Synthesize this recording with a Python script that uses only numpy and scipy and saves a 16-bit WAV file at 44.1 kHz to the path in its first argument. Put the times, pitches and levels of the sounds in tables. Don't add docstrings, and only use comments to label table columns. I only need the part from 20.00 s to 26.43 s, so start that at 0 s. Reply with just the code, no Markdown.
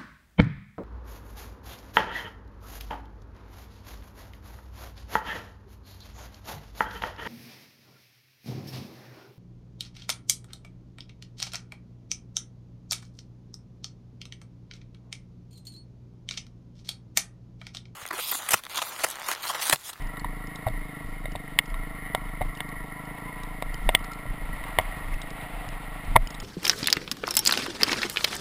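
import sys
import numpy as np
from scipy import signal
from scipy.fft import rfft, irfft
from scipy.io import wavfile
from scipy.ndimage import uniform_filter1d

SR = 44100
rng = np.random.default_rng(int(sys.argv[2]) if len(sys.argv) > 2 else 0)


def persist_wave(psi):
    counts = np.round(np.clip(psi, -1, 1) * 32767).astype(np.int16)
    wavfile.write(sys.argv[1], SR, np.atleast_2d(counts).T)


def convert_level_to_amplitude(level_db):
    exponent = np.asarray(level_db, float) / 20
    return 10 ** exponent


N = 283563

# (time [s], firing rate [Hz])
REVS = [(0.0, 24.745), (0.516, 27.405), (0.723, 26.495), (1.134, 25.431), (1.541, 25.011), (1.836, 26.439),
        (2.079, 25.782), (2.44, 25.467), (2.915, 25.664), (3.323, 28.344), (3.75, 24.961), (4.01, 27.14),
        (4.264, 27.372), (4.469, 25.698), (4.772, 24.968), (5.484, 27.184), (5.85, 25.487), (6.43, 25.974)]
# (time [s], engine shake [dB], tyre scrub [dB])
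RIDE = [(0.0, -2, 4.5), (0.15, 0, -2.5), (0.7, 0, -1), (1.2, -1, -4), (1.47, -3.5, -0.5), (1.7, 0.5, 0.5),
        (2.2, 1.5, -3), (2.45, -1, -1.5), (2.7, 0.5, -3.5), (3.3, 0.5, 2.5), (3.6, -0.5, 2), (4.0, 2.5, 3),
        (4.35, -1, 4), (4.7, 2, 9.5), (5.3, -1.5, 6), (5.55, -2, 10.5), (6.0, -1, 6), (6.43, -5, 6)]
# (pitch [Hz], T60 [s], level [dB], signed gain [-], arrival [ms])
SILENCER = [(108, 0.075, -17.5, -1.4, 3.3), (156.4, 0.075, 3.5, 0.93, 2.5), (186.7, 0.068, -4, 0.9, 1.8),
            (293.4, 0.089, 3.5, -0.73, 1.1), (374, 0.032, -9, -1.6, 0.42), (450.6, 0.04, -7, -2.08, 0.52),
            (606, 0.055, -16.5, -1.76, 0.45)]
# (pitch [Hz], T60 [s], level [dB])
HOUSING = [
    [(651, 0.057, -6), (747, 0.041, -3.5), (974, 0.028, -2), (1120, 0.027, -1.5), (1356, 0.044, -1)],
    [(1929, 0.015, 1.5), (2126, 0.017, -1), (2100, 0.023, -7.5)],
    [(2780, 0.031, -9), (3000, 0.015, 0.5), (3420, 0.018, -7), (3730, 0.018, -3), (4350, 0.015, -9),
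     (4980, 0.015, -11.5)],
]
# (level [dB], ring time factor [-])
RATTLE = [(-2, 0.9), (0.5, 1.4), (-15.5, 0.45)]
# (frequency [Hz], density [dB per Hz])
GRAVEL = [(200, -37), (350, -25.5), (700, -10.5), (1600, -20.5), (2100, -18), (2600, -20.5), (3700, -27),
          (4200, -31.5), (5300, -38.5), (5900, -37)]
# (time [s], peak [dB], pitch [Hz], half length [ms])
SWINGS = [(0.049, -27, 30.1, 44.0), (0.33, -28.5, 29.7, 64), (0.477, -36, 30.96, 20.0),
          (0.745, -27, 31.4, 44), (1.068, -37, 30.15, 41), (1.297, -32.5, 30.05, 49),
          (1.548, -40, 30.2, 71), (1.728, -26, 32, 24), (1.791, -28.2, 32.75, 33), (1.965, -38, 31.7, 91.0),
          (2.276, -29.5, 32.4, 47), (2.466, -24.5, 29.8, 40.0), (2.64, -36, 30.8, 23), (2.8, -32, 31.6, 32),
          (3.43, -43.4, 29.27, 107), (3.73, -35.4, 32.3, 130), (3.88, -19.5, 32.12, 30),
          (4.001, -26.5, 30.96, 32), (4.306, -26, 31.32, 18), (4.496, -29, 32.4, 73),
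          (4.73, -33, 27.36, 33), (4.867, -33, 30.05, 130), (5.128, -25.8, 28.8, 45),
          (5.299, -40, 30.84, 101.0), (5.581, -30.5, 34.1, 31), (5.718, -34.7, 31.72, 26.0),
          (5.863, -39, 32.24, 97), (6.12, -24.5, 31.77, 23.3), (6.225, -23, 30.7, 51),
          (6.39, -33, 29.33, 30.0)]
# (frequency [Hz], density [dB per Hz])
BUFFET = [(12, -10), (30, -3), (45, -11), (60, -23.5), (100, -22), (170, -26), (300, -31), (500, -56)]
# (time [s], low family [dB], low pitch [Hz], middle [dB], high [dB])
KNOCKS = [(0.684, -27, 634, -32, -32.5), (1.357, -40, 687.7, -48, -26), (1.588, -17, 1120, -4.5, -1.5),
          (2.148, -10, 746, -17.5, -15.5), (2.423, -32, 716.8, -27, -36), (2.604, -23.5, 795.2, -20, -19),
          (3.623, -17.5, 650, -22, -25), (3.89, -8.5, 715, -14, -10), (3.945, -16.5, 800, -28, -41),
          (3.949, -12.5, 685, -2.5, -1.5), (4.786, -6, 700, -10, -12.5), (4.797, -16.5, 745, -23, -43.5),
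          (6.1615, 2, 903, -3.5, -15.5), (6.167, -8.5, 610, -10.5, -23)]
# (time [s], low family [dB], low pitch [Hz], middle [dB], contact [ms])
THUDS = [(0.168, -38, 1093, -32, 4), (0.244, -20.5, 960, -29.5, 3.4), (0.666, -16, 756, -31, 6.5),
         (0.673, -20.5, 620, -31, 5), (1.255, -29, 631.9, -26, 3.2), (1.352, -21.5, 705, -38, 2.6),
         (1.741, -30, 1149, -29.5, 3), (2.408, -21.5, 598, -38, 6.2), (2.414, -16.5, 761, -29, 4.9),
         (4.254, -28.5, 650, -53, 2.5), (4.638, -33, 1090, -28, 2.4), (5.411, -44, 992, -33, 2.57),
         (6.156, -5.5, 854, -20, 7)]
CONTACT_GRIT = .7, 1.1, 1.8
# (time [s], level [dB], pitch [Hz], contact [ms])
TICKS = [(0.0204, -49.5, 3050, 3.7), (0.0695, -49, 2999, 4.3), (0.194, -43.5, 4384, 8.513),
         (0.4693, -47, 3447, 4.024), (0.557, -40.5, 3830, 4.2), (1.3177, -45.5, 2911, 6.1),
         (1.6556, -48.5, 3187, 6.9), (1.7002, -51, 3191, 4.61), (2.5478, -48, 3730, 7),
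         (2.5715, -44.5, 2968, 4.2), (2.6902, -47.5, 4370, 3.97), (3.0525, -51, 3012, 2.996),
         (3.4332, -41, 3875, 4.2), (3.742, -38.5, 3060, 2.9), (3.9913, -47, 3000, 3.592),
         (4.0402, -44, 4325, 8.9), (4.116, -48, 2711, 5.116), (4.133, -45, 4270, 4.177),
         (4.7052, -56, 3039, 3.3), (4.8114, -43, 3420, 2.8), (5.14, -40.5, 2710, 3.09),
         (5.2156, -37.5, 3790, 5.2), (5.3035, -42.5, 3840, 3.4), (5.688, -39.5, 2910, 2.7),
         (6.0489, -49, 2839, 3.8), (6.2716, -36, 3000, 4), (6.3039, -39, 5330, 4.417),
         (6.3438, -43, 3757, 2.7), (6.348, -42, 3904, 4.1), (6.3997, -36, 3440, 5.9)]
# (time [s], level [dB], pitch [Hz], T60 [s])
JOLTS = [(0.069, -41.5, 61.8, 0.1185), (0.235, -30, 64.75, 0.089), (0.404, -47.5, 114, 0.1202),
         (0.663, -20.5, 116.2, 0.16), (1.245, -34, 110.8, 0.14), (1.347, -34, 96, 0.1916),
         (2.143, -29, 125.7, 0.086), (2.407, -24, 105.6, 0.096), (3.618, -53, 74.4, 0.16),
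         (3.937, -33.5, 83.5, 0.198), (4.254, -31.5, 128.7, 0.14), (4.382, -49, 87.69, 0.123),
         (4.782, -24.5, 83.54, 0.11), (5.428, -32.5, 122.1, 0.12), (5.67, -30, 115.9, 0.21),
         (6.067, -32, 89.5, 0.25), (6.152, -16, 115.2, 0.22)]
# (time [s], peak [dB], pitch [Hz], half length [ms])
SQUEAKS = [(2.98, -41.5, 1005, 16), (3.175, -43.5, 990, 20), (3.285, -41.5, 1005, 21),
           (3.365, -46, 1005, 12), (3.43, -46, 1010, 31), (3.51, -44, 1020, 10), (3.07, -50, 960, 30),
           (5.475, -43, 725, 19.7), (5.55, -47, 720, 22), (5.635, -45, 715, 18), (5.76, -47, 720, 25)]

FIRST_TURN_CYCLES = -0.433
EXHAUST_DB, MUFFLED_DB_PER_SCRUB_DB = -43, 0.22
LOOSE_DB, LOOSE_AT_DB = -2, -29.5
LOW_RATTLE_DB, UPPER_RATTLE_DB, GRAVEL_DB = -46.5, -46, -52
LOW_DB_PER_SHAKE_DB, UPPER_DB_PER_SHAKE_DB = 1.1, 0.87
MOUNT_REST_DB = -46
KNOCK_MS, THUD_HIGH_DB = 1.86, -7
HIGH_CHATTER_HZ, LIGHTER_HZ_PER_DB, HIGHEST_CHATTER_HZ = 3250, 14, 4200
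DUCK, DUCK_LAG_S, DUCK_RELEASE_S = 33, 0.016, 0.023
TOP_HZ = 15350


def curves(table):
    s, *columns = np.transpose(table)
    t = np.arange(N) / SR
    return [np.interp(t, s, column) for column in columns]


def unit(x):
    return x / np.sqrt(np.mean(x ** 2))


def ring(hz, t60_s, late_ms=0.):
    t = np.maximum(np.arange(8192) / SR - late_ms / 1000, 0)
    return np.sin(2 * np.pi * hz * t) * 1000. ** (-t / t60_s)


def family(modes):
    return sum(convert_level_to_amplitude(db) * ring(hz, t60_s) for hz, t60_s, db in modes)


def walk(rate_hz):
    k = int(SR / rate_hz)
    steps = np.repeat(rng.standard_normal(N // k + 1), k)
    slewed = uniform_filter1d(uniform_filter1d(steps, k), k)
    return unit(slewed[:N])


def coloured(x, spectrum):
    hz, db = np.transpose(spectrum)
    bins_hz = np.maximum(np.fft.rfftfreq(N, 1 / SR), 1)
    gain = convert_level_to_amplitude(np.interp(np.log(bins_hz), np.log(hz), db))
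    return unit(irfft(rfft(x) * gain, N))


def swells(events):
    t = np.arange(N) / SR
    size = 0
    for s, db, hz, half_ms in events:
        size = size + convert_level_to_amplitude(db) * np.exp(-.5 * ((t - s) / (max(half_ms, 5) / 1000)) ** 2)
    return np.interp(t, *np.transpose(events)[[0, 2]]), size


def mount_swing():
    hz, size = swells(SWINGS)
    return hz, size + convert_level_to_amplitude(MOUNT_REST_DB)


def exhaust(turns):
    fired = np.flatnonzero(np.diff(np.floor(turns)) > 0)
    chance = rng.standard_normal((len(fired), len(SILENCER) + 2))
    jitter = (.00018 * SR * chance[:, -2]).astype(int)
    fired = np.clip(fired + jitter, 0, N - 1)
    out = 0
    for k, (hz, t60_s, db, sign, late_ms) in enumerate(SILENCER):
        pulses = np.zeros(N)
        pulses[fired] = sign * convert_level_to_amplitude(db + 1.3 * chance[:, -1] + .8 * chance[:, k])
        out = out + signal.fftconvolve(pulses, ring(hz, t60_s, late_ms))[:N]
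    return unit(out)


def rattle(turns, low_db, upper_db):
    bunch_db = 1.4 * np.cos(4 * np.pi * (turns + .07)) + 1.2 * np.cos(2 * np.pi * (turns + .05))
    out = 0
    for modes, (share_db, longer), level_db in zip(HOUSING, RATTLE, [low_db, upper_db, upper_db]):
        for hz, t60_s, db in modes:
            spikes_db = 2.2 * rng.exponential(size=N) * (rng.random(N) < .05)
            grains = rng.standard_normal(N) * convert_level_to_amplitude(spikes_db)
            body = signal.fftconvolve(ring(hz, longer * t60_s), ring(hz, 0.0073))
            rung = unit(signal.fftconvolve(grains * convert_level_to_amplitude(bunch_db + 1.5 * walk(40)), body)[:N])
            out = out + convert_level_to_amplitude(level_db + db + share_db - 3.5 + 1.1 * walk(2.56)) * rung
    return out


def gravel():
    grain_db = 1.8 * walk(60) + 0.18 * walk(27)
    return coloured(rng.standard_normal(N) * convert_level_to_amplitude(grain_db), GRAVEL)


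def hiss():
    return convert_level_to_amplitude(-57.5) * rng.standard_normal(N)


def wobble():
    hz, size = mount_swing()
    phase = 2 * np.pi * np.cumsum(hz * (1 + 0.0294 * walk(7.6))) / SR
    shudder = coloured(rng.standard_normal(N) * convert_level_to_amplitude(2.4 * walk(7.7)), BUFFET)
    return size * convert_level_to_amplitude(-1.05) * np.sin(phase) + (size * convert_level_to_amplitude(-9.0) + convert_level_to_amplitude(-48.5)) * shudder


def strike(out, s, contact_ms, push, body, peak_db):
    t = np.arange(len(push)) / SR / (max(contact_ms, .2) / 1000)
    force = push * t ** (0.92 + 0.052 * contact_ms) * np.exp(-3.5 * t)
    hit = signal.fftconvolve(force, body)
    i = int(s * SR)
    out[i:i + len(hit)] += (convert_level_to_amplitude(peak_db) * hit / np.abs(hit).max())[:N - i]


def ticks(out):
    for (s, db, hz, contact_ms), rough in zip(TICKS, rng.standard_normal((len(TICKS), 512))):
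        strike(out, s, contact_ms, rough, ring(hz, 0.01) + 2.3 * ring(5180, 0.0028), db + 10.5)


def jolts(out):
    for s, db, hz, t60_s in JOLTS:
        strike(out, s, 8., np.ones(512), ring(hz, t60_s), db + 2.0)


def case_knocks(out):
    cracks = [3.3 * ring(1042.6, 0.012),
              1.0 * ring(2200.0, 0.0091),
              2.0 * ring(3070.0, 0.002) + 1.1 * ring(3100.0, 0.0024) + .5 * ring(4100, 0.0042)]
    bodies = [family(modes) + crack for modes, crack in zip(HOUSING, cracks)]
    blows = [(*knock, KNOCK_MS) for knock in KNOCKS]
    for s, low_db, hz, mid_db, contact_ms in THUDS:
        blows.append((s, low_db, hz, mid_db, mid_db + THUD_HIGH_DB, contact_ms))
    blows.sort()
    t = np.arange(512) / SR
    chances = rng.standard_normal((len(blows), 3, 512))
    for (s, low_db, hz, mid_db, high_db, contact_ms), chance in zip(blows, chances):
        high_hz = min(HIGH_CHATTER_HZ - LIGHTER_HZ_PER_DB * high_db, HIGHEST_CHATTER_HZ)
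        pitches_hz, levels_db = (hz, 2010, high_hz), (low_db, mid_db, high_db)
        for body, db, pitch_hz, rough, grit in zip(bodies, levels_db, pitches_hz, chance, CONTACT_GRIT):
            push = grit * rough - np.sin(2 * np.pi * pitch_hz * t)
            strike(out, s + 0.00038, contact_ms, push, body, db)


def bumps():
    out = np.zeros(N)
    ticks(out)
    jolts(out)
    case_knocks(out)
    return out


def brake():
    hz, size = swells(sorted(SQUEAKS))
    broken = size * convert_level_to_amplitude(1.86 * walk(30.7))
    return broken * np.sin(2 * np.pi * np.cumsum(hz * (1 + 0.0063 * walk(50.1))) / SR)


def scene():
    turns = FIRST_TURN_CYCLES + np.cumsum(curves(REVS)[0]) / SR
    shake_db, scrub_db = curves(RIDE)
    loose = 1 / (1 + (convert_level_to_amplitude(LOOSE_AT_DB) / mount_swing()[1]) ** 2)
    exhaust_db = EXHAUST_DB - MUFFLED_DB_PER_SCRUB_DB * scrub_db + LOOSE_DB * loose
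    low_db = LOW_RATTLE_DB + LOW_DB_PER_SHAKE_DB * shake_db
    upper_db = UPPER_RATTLE_DB + UPPER_DB_PER_SHAKE_DB * shake_db
    mix = convert_level_to_amplitude(exhaust_db) * exhaust(turns) + rattle(turns, low_db, upper_db)
    mix = mix + convert_level_to_amplitude(GRAVEL_DB + scrub_db) * gravel() + hiss()
    mix = mix + wobble() + bumps() + brake()
    return mix[None]


def roll_off(x):
    return signal.sosfilt(signal.butter(12, 16510, fs=SR, output="sos"), x)


def record(dry):
    lowpass = signal.butter(6, 5300, fs=SR, output="sos")
    smooth = signal.sosfilt(lowpass, np.clip(dry, -1.08, 1.08))
    keep = np.exp(-1 / (DUCK_RELEASE_S * SR))
    late = np.roll(smooth, int(DUCK_LAG_S * SR), axis=1)
    power = signal.lfilter([1 - keep], [1, -keep], late ** 2)
    smooth = smooth / np.sqrt(1 + DUCK * power)
    slow = signal.resample_poly(smooth, 40, 147, axis=1)
    held = np.repeat(slow, 4, axis=1)
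    out = signal.resample_poly(held, 147, 160, axis=1)[:, :N]
    bins_hz = np.fft.rfftfreq(N, 1 / SR)
    top_db = np.interp(bins_hz, [TOP_HZ, TOP_HZ + 60, TOP_HZ + 2000], [0, -30, -33])
    mix = np.clip(irfft(rfft(out) * convert_level_to_amplitude(top_db), N), -1, 1)
    return roll_off(mix)


dry = scene()
out = record(dry)
persist_wave(out)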